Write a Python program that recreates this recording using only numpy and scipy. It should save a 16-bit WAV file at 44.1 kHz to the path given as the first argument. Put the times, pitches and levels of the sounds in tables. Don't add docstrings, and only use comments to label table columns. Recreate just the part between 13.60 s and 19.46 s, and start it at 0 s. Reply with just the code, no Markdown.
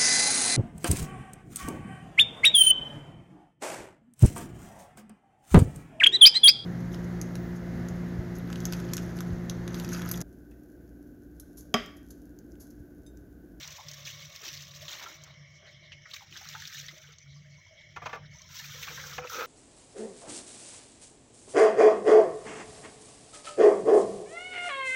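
import sys
import numpy as np
from scipy import signal
from scipy.fft import rfft, irfft, next_fast_len
from scipy.io import wavfile
from scipy.ndimage import uniform_filter1d, map_coordinates

SR = 44100
rng = np.random.default_rng(int(sys.argv[2]) if len(sys.argv) > 2 else 0)


def store_pcm(level_fs):
    pcm = np.round(np.clip(level_fs, -1, 1) * 32767).astype(np.int16)
    wavfile.write(sys.argv[1], SR, np.atleast_2d(pcm).T)


N = 258426
SPRAY_ATTACK_S, SPRAY_RELEASE_S = 0.0064, 0.0031


def amp(db):
    return 10 ** (np.asarray(db) / 20)


def unit(x):
    return x / np.sqrt(np.mean(x ** 2) + 1e-20)


def noise(size=N):
    return rng.standard_normal(size)


def along(points, hz):
    freqs, values = np.transpose(points)
    return np.interp(np.log(hz + 1), np.log(freqs), values)


def curve(rows):
    return np.interp(np.arange(N) / SR, *np.transpose(rows))


def spells(rows, attack_s, release_s):
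    t = np.arange(N) / SR
    return sum(amp(db) * np.clip((t - s) / attack_s, 0, 1)
               * np.exp(-np.maximum(t - s - length, 0) / release_s) for s, length, db in rows)


def wobble(rate):
    return map_coordinates(noise(int(N * rate / SR) + 4), [np.arange(N) * rate / SR])


def filtered(x, response):
    size = next_fast_len(len(x) + SR // 4)
    return irfft(rfft(x, size) * response(np.fft.rfftfreq(size, 1 / SR)), size)[:len(x)]


def coloured(x, points):
    return filtered(x, lambda f: amp(along(points, f)))


def tilted(x, slope_db):
    return filtered(x, lambda f: amp(slope_db * np.log2(np.maximum(f, 300) / 1000)))


def resonate(x, modes, order=1):
    return filtered(x, lambda f: sum(
        (-1) ** k * (amp(db) * 1j * f * width / (hz * hz - f * f + 1j * f * width)) ** order
        for k, (hz, width, db) in enumerate(modes)))


def patchy(x, depth_db):
    spectra = signal.stft(x, nperseg=512)[2]
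    patches = uniform_filter1d(noise(spectra.shape), size=6, axis=0)
    patches = uniform_filter1d(patches, size=7, axis=1)
    return signal.istft(spectra * amp(depth_db * unit(patches)), nperseg=512)[1][:N]


def add(track, s, sound):
    part = track[max(round(s * SR), 0):][:len(sound)]
    part += sound[:len(part)]


def pings(start, hz, gain, cycles, rise, total, size):
    t = np.arange(size) / SR
    hz = np.clip(hz, 200, 15000)[:, None]
    age = t * hz / cycles
    envelope = gain[:, None] * np.exp(-age) * (1 - np.exp(-2 * t * hz))
    waves = envelope * np.sin(2 * np.pi * hz * t * (1 + rise * np.tanh(age / 2)))
    index = (start * SR).astype(int)[:, None] + np.arange(size)
    return np.bincount(index.ravel(), waves.ravel(), total)[:total]


def shower(hz, octaves, cycles, rise, spread_db, count, size):
    when, pitch, rank = rng.random((count, 3)).T
    gain = amp(-spread_db * np.log(np.maximum(rank, .01)))
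    x = pings(when * N / SR, hz * 2 ** (octaves * (2 * pitch - 1)), gain, cycles, rise, N, size)
    return x / np.sqrt(np.abs(uniform_filter1d(x * x, size=4000)) + 1e-9)


def bursts(rows, octaves, cycles, rise, count, size):
    out = np.zeros(N)
    for s, db, hz, length in rows:
        late = (np.arange(count) + rng.random(count)) / count
        gain = np.exp(-2 * late) * np.minimum(late * 6 + 0.77, 1) * rng.choice([-1, 1], count)
        pitch = hz * 2 ** (octaves * rng.permutation(np.linspace(-1, 1, count)))
        cluster = pings(late * length, pitch, gain, cycles, rise, SR // 10, size)
        add(out, s, amp(db) * cluster / np.abs(cluster).max())
    return out


def yard(x):
    # (frequency [Hz], time to fade by 60 dB [s])
    fade_times = [(200, 0.41), (2000, 0.1), (12000, 0.013)]
    hz, t, spectra = signal.stft(noise(SR // 3), SR, nperseg=256)
    tail = signal.istft(spectra * amp(-60 * t / along(fade_times, hz)[:, None]), SR, nperseg=256)[1]
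    delayed = np.pad(x, (SR // 200, 0))
    return signal.fftconvolve(delayed, tail / np.linalg.norm(tail))[:N]


def drone():
    # (start [s], length [s], relative level [dB])
    hum_spells = [(0, 0.14, -55), (.25, 0.43, -53.5), (.92, 0.34, -56), (1.55, 0.18, -55.5),
                  (1.77, 0.2, -56), (2.14, 0.29, -59), (2.68, 0.061, -62), (2.86, 0.21, -56.5),
                  (3.15, 0.19, -55), (3.42, 0.12, -58.5), (3.64, 0.356, -54), (4.2, 0.45, -63.5),
                  (4.43, 0.011, -56.5), (4.6, 0.16, -51.5), (4.88, 0.037, -55), (5.02, 0.2, -54),
                  (5.29, 0.33, -54)]
    # (time [s], base level [dB])
    rumble_levels = [(0, -58), (.65, -57.5), (.76, -55.5), (1, -56.5), (1.22, -54), (1.45, -58), (2.2, -57),
                     (2.8, -56), (3.4, -59.5), (4.2, -56.5), (4.5, -51), (4.95, -54), (5.5, -52.5),
                     (5.86, -57)]
    # (frequency [Hz], level [dB])
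    rumble_tone = [(20, -16), (40, -20.5), (65, -4), (95, 3.5), (125, -2.5), (170, -2.5), (230, -18.5),
                   (400, -45), (1500, -61)]
    hum_hz, idle_db = 145.3, -71.5
    hum_db = 20 * np.log10(np.hypot(amp(idle_db), spells(hum_spells, attack_s=0.0052, release_s=0.011)))
    rumble_db = curve(rumble_levels) + 0.31 * (hum_db - hum_db.mean())
    hum = np.sin(2 * np.pi * np.cumsum(hum_hz + 2.43 * wobble(14)) / SR)
    rumble = unit(coloured(noise(), rumble_tone))
    return amp(hum_db + 6.5 + 2.1 * wobble(25)) * hum + amp(rumble_db) * rumble


def hose():
    # (pitch [Hz], width [Hz], relative level [dB])
    pipe_modes = [(343, 85, 0), (619, 86, 4.5), (1250, 320, -24), (1940, 470, 4), (2223, 166, 8),
                  (3110, 550, 3.5), (4090, 300, -2), (5460, 700, 2)]
    # (pitch [Hz], width [Hz], relative level [dB])
    mouth_modes = [(347, 58, -3), (591, 132, 2), (1124, 196, 0.5), (1856, 270, -7), (2250, 250, -6)]
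    # (time [s], level [dB])
    flow_levels = [(0, -62), (.2, -57), (.35, -57), (.7, -55), (1.15, -65.5), (1.38, -53), (1.75, -57),
                   (2.4, -54.5), (2.75, -58.5), (3.3, -59), (3.63, -61), (3.8, -60.5), (4.05, -57.5),
                   (4.3, -55), (4.6, -56.5), (4.9, -57.5), (5.86, -53.5)]
    # (start [s], length [s], level [dB])
    squeezes = [(-.1, 1.54, -60)]
    # (start [s], length [s], level [dB])
    hoots = [(1.215, 0.034, -50.5), (1.66, 0.088, -63), (2.0, 0.09, -64), (4.11, 0.085, -59.5),
             (4.72, 0.12, -69.5)]
    open_mouth_db, drift_share = -81, .01
    squeeze = amp(open_mouth_db) + spells(squeezes, attack_s=0.11, release_s=0.41)
    pipe = unit(resonate(patchy(noise(), depth_db=2.8), pipe_modes, order=2))
    mouth = unit(resonate(noise(), mouth_modes, order=2))
    hoot = unit(resonate(noise(), [pipe_modes[1]], order=2))
    hiss = amp(curve(flow_levels) + 0.67 * wobble(30.02)) * pipe
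    hiss += squeeze * amp(2.0 * wobble(25.26)) * mouth
    hiss += spells(hoots, attack_s=0.0048, release_s=0.016) * hoot
    lead = np.cumsum(drift_share * wobble(6))
    return map_coordinates(hiss, [np.arange(N) + lead], mode="mirror")


def dribble():
    # (time [s], level [dB])
    levels = [(0, -62), (2.4, -69.5), (3.62, -63.5), (3.9, -63), (4.3, -67), (4.58, -76), (4.69, -67),
              (4.76, -55.5)]
    # (frequency [Hz], level [dB])
    tone = [(400, -30), (1500, -21), (3500, -7.5), (4800, -7.5), (6000, 4.5), (7500, -8), (10000, -16.5),
            (16000, -19.5)]
    runs = shower(hz=3860, octaves=1.0, cycles=20, rise=0, spread_db=2, count=5000, size=800)
    trickle = unit(coloured(patchy(runs + amp(-2.5) * noise(), depth_db=2.6), tone))
    drips = shower(hz=2200, octaves=1.5, cycles=14, rise=.08, spread_db=1.5, count=200, size=1600)
    return amp(curve(levels) + 1.6 * wobble(25)) * (trickle + amp(-8.5) * unit(drips))


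def laps():
    # (time [s], level [dB], pitch [Hz], length [s])
    runs = [(1.57, -57, 3950, 0.032), (1.67, -59, 3900, 0.084), (1.92, -59, 5700, 0.086),
            (2.005, -60, 636, 0.13), (2.039, -53, 1800, 0.06), (2.049, -57, 3930, 0.079),
            (2.115, -58.5, 3360, 0.075), (2.205, -56.5, 3760, 0.097), (2.219, -58.5, 620, 0.017),
            (2.444, -57, 5500, 0.054), (3.528, -54.5, 3600, 0.018), (3.658, -59, 3860, 0.11),
            (3.735, -60, 4960, 0.077), (3.894, -63, 4470, 0.083), (4.148, -58.5, 3370, 0.071),
            (4.203, -59, 3670, 0.031), (4.619, -54.5, 1670, 0.051), (4.65, -56.5, 3800, 0.028)]
    width_share = 0.26
    out = np.zeros(N)
    for s, db, hz, length in runs:
        swell = np.hanning(int(length * SR))
        wash = unit(resonate(noise(SR // 4), [(hz, width_share * hz, 0)], order=2))
        add(out, s, amp(db) * swell * unit(wash[:len(swell)]))
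    return out


def slop(count=70):
    # (start [s], length [s], level [dB], first pitch [Hz], last pitch [Hz])
    sheets = [(1.386, .085, -53, 2360, 465)]
    out = np.zeros(N)
    for s, length, db, first_hz, last_hz in sheets:
        late = (np.arange(count) + rng.random(count)) / count
        hz = first_hz * (last_hz / first_hz) ** late * 2 ** rng.normal(0, 0.18, count)
        gain = np.sin(np.pi * late) * rng.choice([-1, 1], count)
        splash = pings(late * length, hz, gain, cycles=1.8, rise=0, total=SR // 5, size=1200)
        add(out, s, amp(db) * splash / np.sqrt(np.sum(splash ** 2) / (length * SR)))
    return out


def gurgle():
    churn_db = [-15, -6.5, -7]
    # (start [s], length [s], relative level [dB])
    pours = [(.02, 0.08, -59), (.82, 0.062, -55), (1.28, 0.13, -53.5), (1.41, 0.032, -49),
             (1.46, 0.064, -53.5), (1.55, 0.19, -63), (2.01, 0.073, -62.5), (2.76, 0.13, -63),
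             (3.3, 0.233, -69.5), (5.13, 0.017, -56), (5.26, 0.057, -49.5), (5.44, 0.12, -56),
             (5.77, 0.14, -50)]
    # (frequency [Hz], level [dB])
    slosh_tone = [(120, -17), (270, -12.5), (450, -11), (800, 2.5), (1400, 9), (2200, 10), (5000, -10),
                  (12000, -35)]
    churn = amp(-88) + amp(churn_db) @ rinses()
    pour = spells(pours, attack_s=0.0058, release_s=0.011)
    bubbles = shower(hz=1680, octaves=.5, cycles=10, rise=.03, spread_db=3.5, count=4000, size=1200)
    slosh = shower(hz=900, octaves=1.8, cycles=2, rise=0, spread_db=3, count=7000, size=650)
    slosh = unit(coloured(slosh, slosh_tone))
    water = (churn + amp(-4.5) * pour) * bubbles + (amp(-17.5) * churn + amp(3.5) * pour) * slosh
    return amp(-3.5 + 2.1 * wobble(21.02)) * water


def gulps():
    # (time [s], level [dB], pitch [Hz], share in the large bubble [0-1])
    pockets = [(.182, -40, 1020, 0.33), (.195, -38.5, 874, 0.2), (.474, -37, 2305, .4),
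               (.53, -62, 340, 0.25), (.815, -49, 404, 0.2), (.865, -50.5, 315, 0.34),
               (1.281, -38, 3530, 0.6), (1.333, -37, 4040, .6), (1.439, -51, 397, 0.25),
               (1.459, -35.5, 1304, .8), (1.497, -50.5, 324, 0.54), (2.029, -55, 387, 0.1),
               (2.21, -63, 345, 0.4), (2.454, -39, 1950, .05), (2.458, -43, 1414, 0.2),
               (2.532, -44.5, 1137, 0.4), (2.605, -46, 1000, 0.15), (2.617, -45, 856, 0.23),
               (2.713, -54, 329, 0.65), (2.756, -38.5, 1560, 0.04), (2.811, -45, 787, .4),
               (2.853, -40.5, 1390, 0.1), (2.91, -39, 2180, .4), (2.944, -36, 847, 0.62),
               (2.949, -33, 1540, .15), (3.019, -36, 1810, 0.05), (3.144, -39, 1700, 0.6),
               (3.228, -58, 520, 0.45), (3.237, -41.5, 1784, 0.5), (3.284, -35.5, 1940, 0.5),
               (3.305, -49, 1240, .4), (3.322, -53, 351, .3), (3.326, -54, 547, .3),
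               (3.365, -50.5, 604, 0.9), (3.439, -46.5, 1480, 0.7), (3.485, -56, 425, 0.2),
               (3.492, -53, 1406, 0.5), (4.996, -35.5, 1720, 0.43), (4.998, -47.5, 890, 0.1),
               (5.144, -47.5, 507, 0.6), (5.272, -37, 1140, 0), (5.278, -32, 1490, 0.4),
               (5.298, -46.5, 478, 0.55), (5.315, -53, 322, .3), (5.382, -44, 511, 0.46),
               (5.436, -35.5, 1490, 0.4), (5.458, -48, 485, 0.5), (5.461, -42, 1020, 0.45),
               (5.698, -31.5, 1375, 0.36), (5.718, -38, 950, 0), (5.744, -37, 492, 0.7),
               (5.84, -31, 1300, 0.57)]
    swell_s, ring_cycles, glide_share = 0.0039, 15.5, 0.081
    clusters = [(s, db + 10 * np.log10(max(1 - share, .01)), hz, .02) for s, db, hz, share in pockets]
    out = bursts(clusters, octaves=0.18, cycles=5.2, rise=0.032, count=12, size=2000)
    t = np.arange(SR // 8) / SR
    for s, db, hz, share in pockets:
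        age = t * hz / ring_cycles
        swell = (1 - np.exp(-(t / swell_s) ** 2)) * np.exp(-age)
        phase = 2 * np.pi * np.cumsum(hz * (1 + glide_share * np.tanh(age / 2))) / SR
        add(out, s, amp(db) * share * swell / swell.max() * np.sin(phase))
    return out


def knocks():
    # (time [s], level [dB], chatter [s], fade [s], brightness [dB per octave],
    # note [Hz], note's relative level [dB])
    hits = [(4.361, -35, 0.0095, .008, 0, 1385, -4), (4.417, -38.5, 0.0061, 0.018, -3.5, 713, -2),
            (4.457, -31, 0.013, 0.0058, 0.5, 1206, -4), (4.491, -41, .005, 0.025, 1, 1190, -10),
            (4.528, -31, 0.0044, 0.019, -1, 916, -10), (4.551, -38.5, 0.007, 0.018, -3, 1190, -1.5),
            (5.579, -29.5, 0.0095, 0.0025, -0.5, 495.6, -2)]
    # (pitch [Hz], width [Hz], level [dB])
    shell_modes = [(470, 53, -4), (617, 48, -2), (754, 45, 1), (950, 102, 0.5), (1175, 51, 2.5),
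                   (1303, 54, -1), (1444, 110, 0), (1713, 125, -2.5), (2070, 73, -4), (2420, 220, -6),
                   (3090, 1050, -15.5), (6300, 1300, -22.5)]
    # (pitch [Hz], width [Hz], relative level [dB])
    thud_modes = [(334, 170, -3), (217, 57, -4)]
    contact_s = 0.00027
    tail_s, ring_cycles = .17, 106
    out, t = np.zeros(N), np.arange(SR // 4) / SR
    contact = 1 - np.exp(-t / contact_s)
    for s, db, chatter, fade, bright_db, ring_hz, ring_db in hits:
        after = np.maximum(t - chatter, 0)
        touch = contact * np.interp(t, [0, chatter], [0.98, 1]) * np.exp(-after / fade)
        tail = tilted(noise(len(t)), slope_db=-6.5) * contact * amp(-19 - 60 * t / tail_s)
        clack = resonate(tilted(noise(len(t)), bright_db) * touch + tail, shell_modes)
        clack *= np.linalg.norm(touch) / np.linalg.norm(clack)
        crack = amp(-28.5) * touch * noise(len(t))
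        ring_gain = amp(ring_db - 60 * after * ring_hz / ring_cycles) * (1 - np.exp(-t / chatter))
        ring = ring_gain * np.sin(2 * np.pi * ring_hz * t)
        thud = resonate(noise(len(t)) * touch, thud_modes, order=2)
        add(out, s, amp(db) * (clack + crack + ring + amp(-14.5) * thud / np.abs(thud).max()))
    return out


def drumming():
    # (time [s], level [dB])
    levels = [(5.1, -79), (5.17, -59.5), (5.4, -57.5), (5.6, -56), (5.65, -37), (5.69, -68), (5.73, -43.5),
              (5.78, -34.5), (5.82, -33), (5.86, -44)]
    # (pitch [Hz], width [Hz], level [dB])
    hollow_modes = [(484, 42, -6.5), (880, 120, -13), (1301, 106, 0), (1560, 120, -5.5), (2550, 70, -3.5)]
    # (frequency [Hz], level [dB])
    wall_tone = [(80, -26), (220, -1.5), (450, -7), (1000, -4.5), (2500, 11.5), (5000, -14), (12000, -33)]
    beats = shower(hz=1345, octaves=2.25, cycles=0.79, rise=0, spread_db=2.5, count=9000, size=200)
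    hollow = unit(resonate(beats, hollow_modes))
    walls = unit(coloured(np.roll(beats, SR), wall_tone))
    return amp(curve(levels)) * (hollow + amp(-9.0) * walls)


def splats():
    # (time [s], relative peak [dB], pitch [Hz], length [s])
    blobs = [(.009, -35, 3250, 0.0089), (0.029, -35, 3650, 0.014), (0.076, -30, 6280, 0.006),
             (0.122, -37.5, 6260, 0.0097), (0.284, -30.5, 5340, 0.014), (0.314, -31.5, 5830, 0.0068),
             (0.334, -34.5, 6100, 0.0095), (.451, -34, 5040, 0.0073), (0.473, -34.5, 2510, 0.017),
             (0.501, -34, 3100, 0.011), (0.761, -32, 5150, 0.0046), (0.84, -38, 5260, 0.01),
             (.866, -35, 4400, 0.0099), (0.888, -34, 3980, .01), (0.936, -35.5, 5670, 0.0076),
             (0.973, -32, 4540, 0.011), (1.022, -33.5, 6240, .008), (1.281, -29, 3560, 0.011),
             (1.336, -38, 3930, .01), (1.637, -33.5, 6800, 0.0087), (2.319, -35.5, 2840, 0.023),
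             (2.512, -36, 3600, 0.0089), (2.536, -30.5, 3770, 0.0073), (2.562, -35.5, 2500, .01),
             (2.725, -35.5, 2910, .008), (2.765, -35, 3640, .018), (2.772, -33, 5540, 0.011),
             (2.888, -32, 5600, 0.0057), (2.949, -37, 1375, .016), (3.053, -30, 3870, .007),
             (3.074, -30.5, 5810, .012), (3.283, -33.5, 3700, 0.011), (3.381, -41, 5800, 0.0065),
             (3.584, -38, 6560, 0.0092), (4.818, -37.5, 5760, 0.006), (5.042, -37, 2200, .01),
             (5.227, -33, 2520, .018), (5.284, -34, 2940, 0.012), (5.375, -33.5, 1625, 0.026),
             (5.396, -33, 1860, .016), (5.671, -32.5, 2570, .009), (5.697, -32, 5850, .007)]
    slap = bursts(blobs, octaves=0.18, cycles=3.5, rise=0, count=12, size=500)
    droplets = bursts([(s, db, 1.4 * hz, 1.5 * length) for s, db, hz, length in blobs],
                      octaves=1.0, cycles=0.62, rise=0, count=36, size=100)
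    ring = bursts([(s, db, .85 * hz, 1.6 * length) for s, db, hz, length in blobs],
                  octaves=0.414, cycles=19, rise=0.055, count=6, size=1600)
    return amp(.5) * slap + amp(-4.0) * droplets + amp(-13) * ring


def rinses():
    # (time [s], level [dB])
    forces = [
        [(0, -45.5), (.15, -47.5), (.25, -53.5), (.34, -52.5), (.41, -52), (.56, -49.5), (.7, -53),
         (.93, -44.5), (1.12, -52.5), (1.36, -46.5), (1.53, -52.5), (1.59, -60.5), (1.7, -59.5), (1.8, -76)],
        [(2.46, -71), (2.5, -54), (2.62, -56), (2.67, -62), (2.79, -49), (2.92, -48.5), (3.12, -45.5),
         (3.21, -46), (3.33, -54), (3.55, -60.5), (3.61, -87)],
        [(4.71, -64), (4.74, -60.5), (4.88, -59.5), (4.915, -47.5), (5, -45.5), (5.08, -43), (5.2, -42),
         (5.56, -41), (5.62, -58), (5.73, -36.5), (5.86, -42.5)],
    ]
    t = np.arange(N) / SR
    return amp([np.interp(t, *np.transpose(rows), left=-np.inf, right=-np.inf) for rows in forces])


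def spatter_level():
    # (start [s], length [s], level [dB])
    short_bursts = [(.45, 0.069, -45.5), (.828, 0.018, -46.5), (.843, 0.05, -44), (1.215, 0.026, -44.5),
                    (1.28, 0.091, -45), (1.415, 0.024, -48), (2.06, 0.073, -63.5), (2.53, 0.042, -45.5),
                    (2.885, 0.054, -49.5), (3.14, 0.048, -43.5), (4.42, 0.14, -59.5), (4.94, 0.062, -40),
                    (5.21, 0.043, -39.5)]
    burst_gain = spells(short_bursts, SPRAY_ATTACK_S, SPRAY_RELEASE_S)
    return 10 * np.log10(rinses().sum(0) ** 2 + burst_gain ** 2 + 1e-9)


def spatter(level_db):
    coarseness = [1, 1, .5]
    # (frequency [Hz], level [dB])
    tone = [(150, -30), (400, -32), (820, -39), (1450, -5), (1800, -1.5), (2200, -6.5), (2600, -4.5),
            (3700, 3), (4700, -2), (5800, 5), (9000, -5.5), (16000, -5.5)]
    ticks = shower(hz=5200, octaves=1.68, cycles=1.0, rise=0, spread_db=2.8, count=12000, size=96)
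    fizz = shower(hz=3900, octaves=.9, cycles=18, rise=0, spread_db=3.0, count=6000, size=800)
    coarse = np.array(coarseness)[rinses().argmax(0)]
    drops = unit(coloured(coarse * (ticks + amp(0.5) * fizz) + noise(), tone))
    clumps_db = coarse * (1.8 * wobble(70) + 1.4 * wobble(170))
    return drops * amp(level_db + clumps_db + 1.1)


def splashing():
    # (start [s], length [s], level [dB])
    haze_spells = [(5.695, .17, -47)]
    # (frequency [Hz], level [dB])
    haze_tone = [(3000, -53), (7000, -19), (9000, -1.5), (16000, 0.5)]
    mist_hz, full_mist_db = 8000, -56
    level_db = spatter_level()
    water = spatter(level_db) + splats()
    mist_db = 3.5 - 1.5 * np.maximum(full_mist_db - level_db, 0)
    mist = filtered(water, lambda f: 1 / (1 + (mist_hz / (f + 1)) ** 8))
    haze_gain = spells(haze_spells, SPRAY_ATTACK_S, SPRAY_RELEASE_S) * amp(3.8 * wobble(60))
    haze = haze_gain * unit(coloured(noise(), haze_tone))
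    return water + mist * (amp(mist_db + wobble(45)) - 1) + haze


def scene():
    near = splashing() + dribble() + laps() + gurgle() + slop() + gulps() + drumming() + knocks()
    return (near + amp(-16.5) * yard(near) + hose() + drone())[None]


def record(dry):
    # (frequency [Hz], gain [dB])
    tone = [(20, -5.5), (6200, -2.5), (7000, -6.5), (8200, -12), (9400, -22), (11400, -19.5), (13200, -5),
            (15500, -2.5)]
    top_hz = 15850
    return np.array([filtered(coloured(x, tone), lambda hz: hz < top_hz) for x in dry])


dry = scene()
out = record(dry)
store_pcm(out)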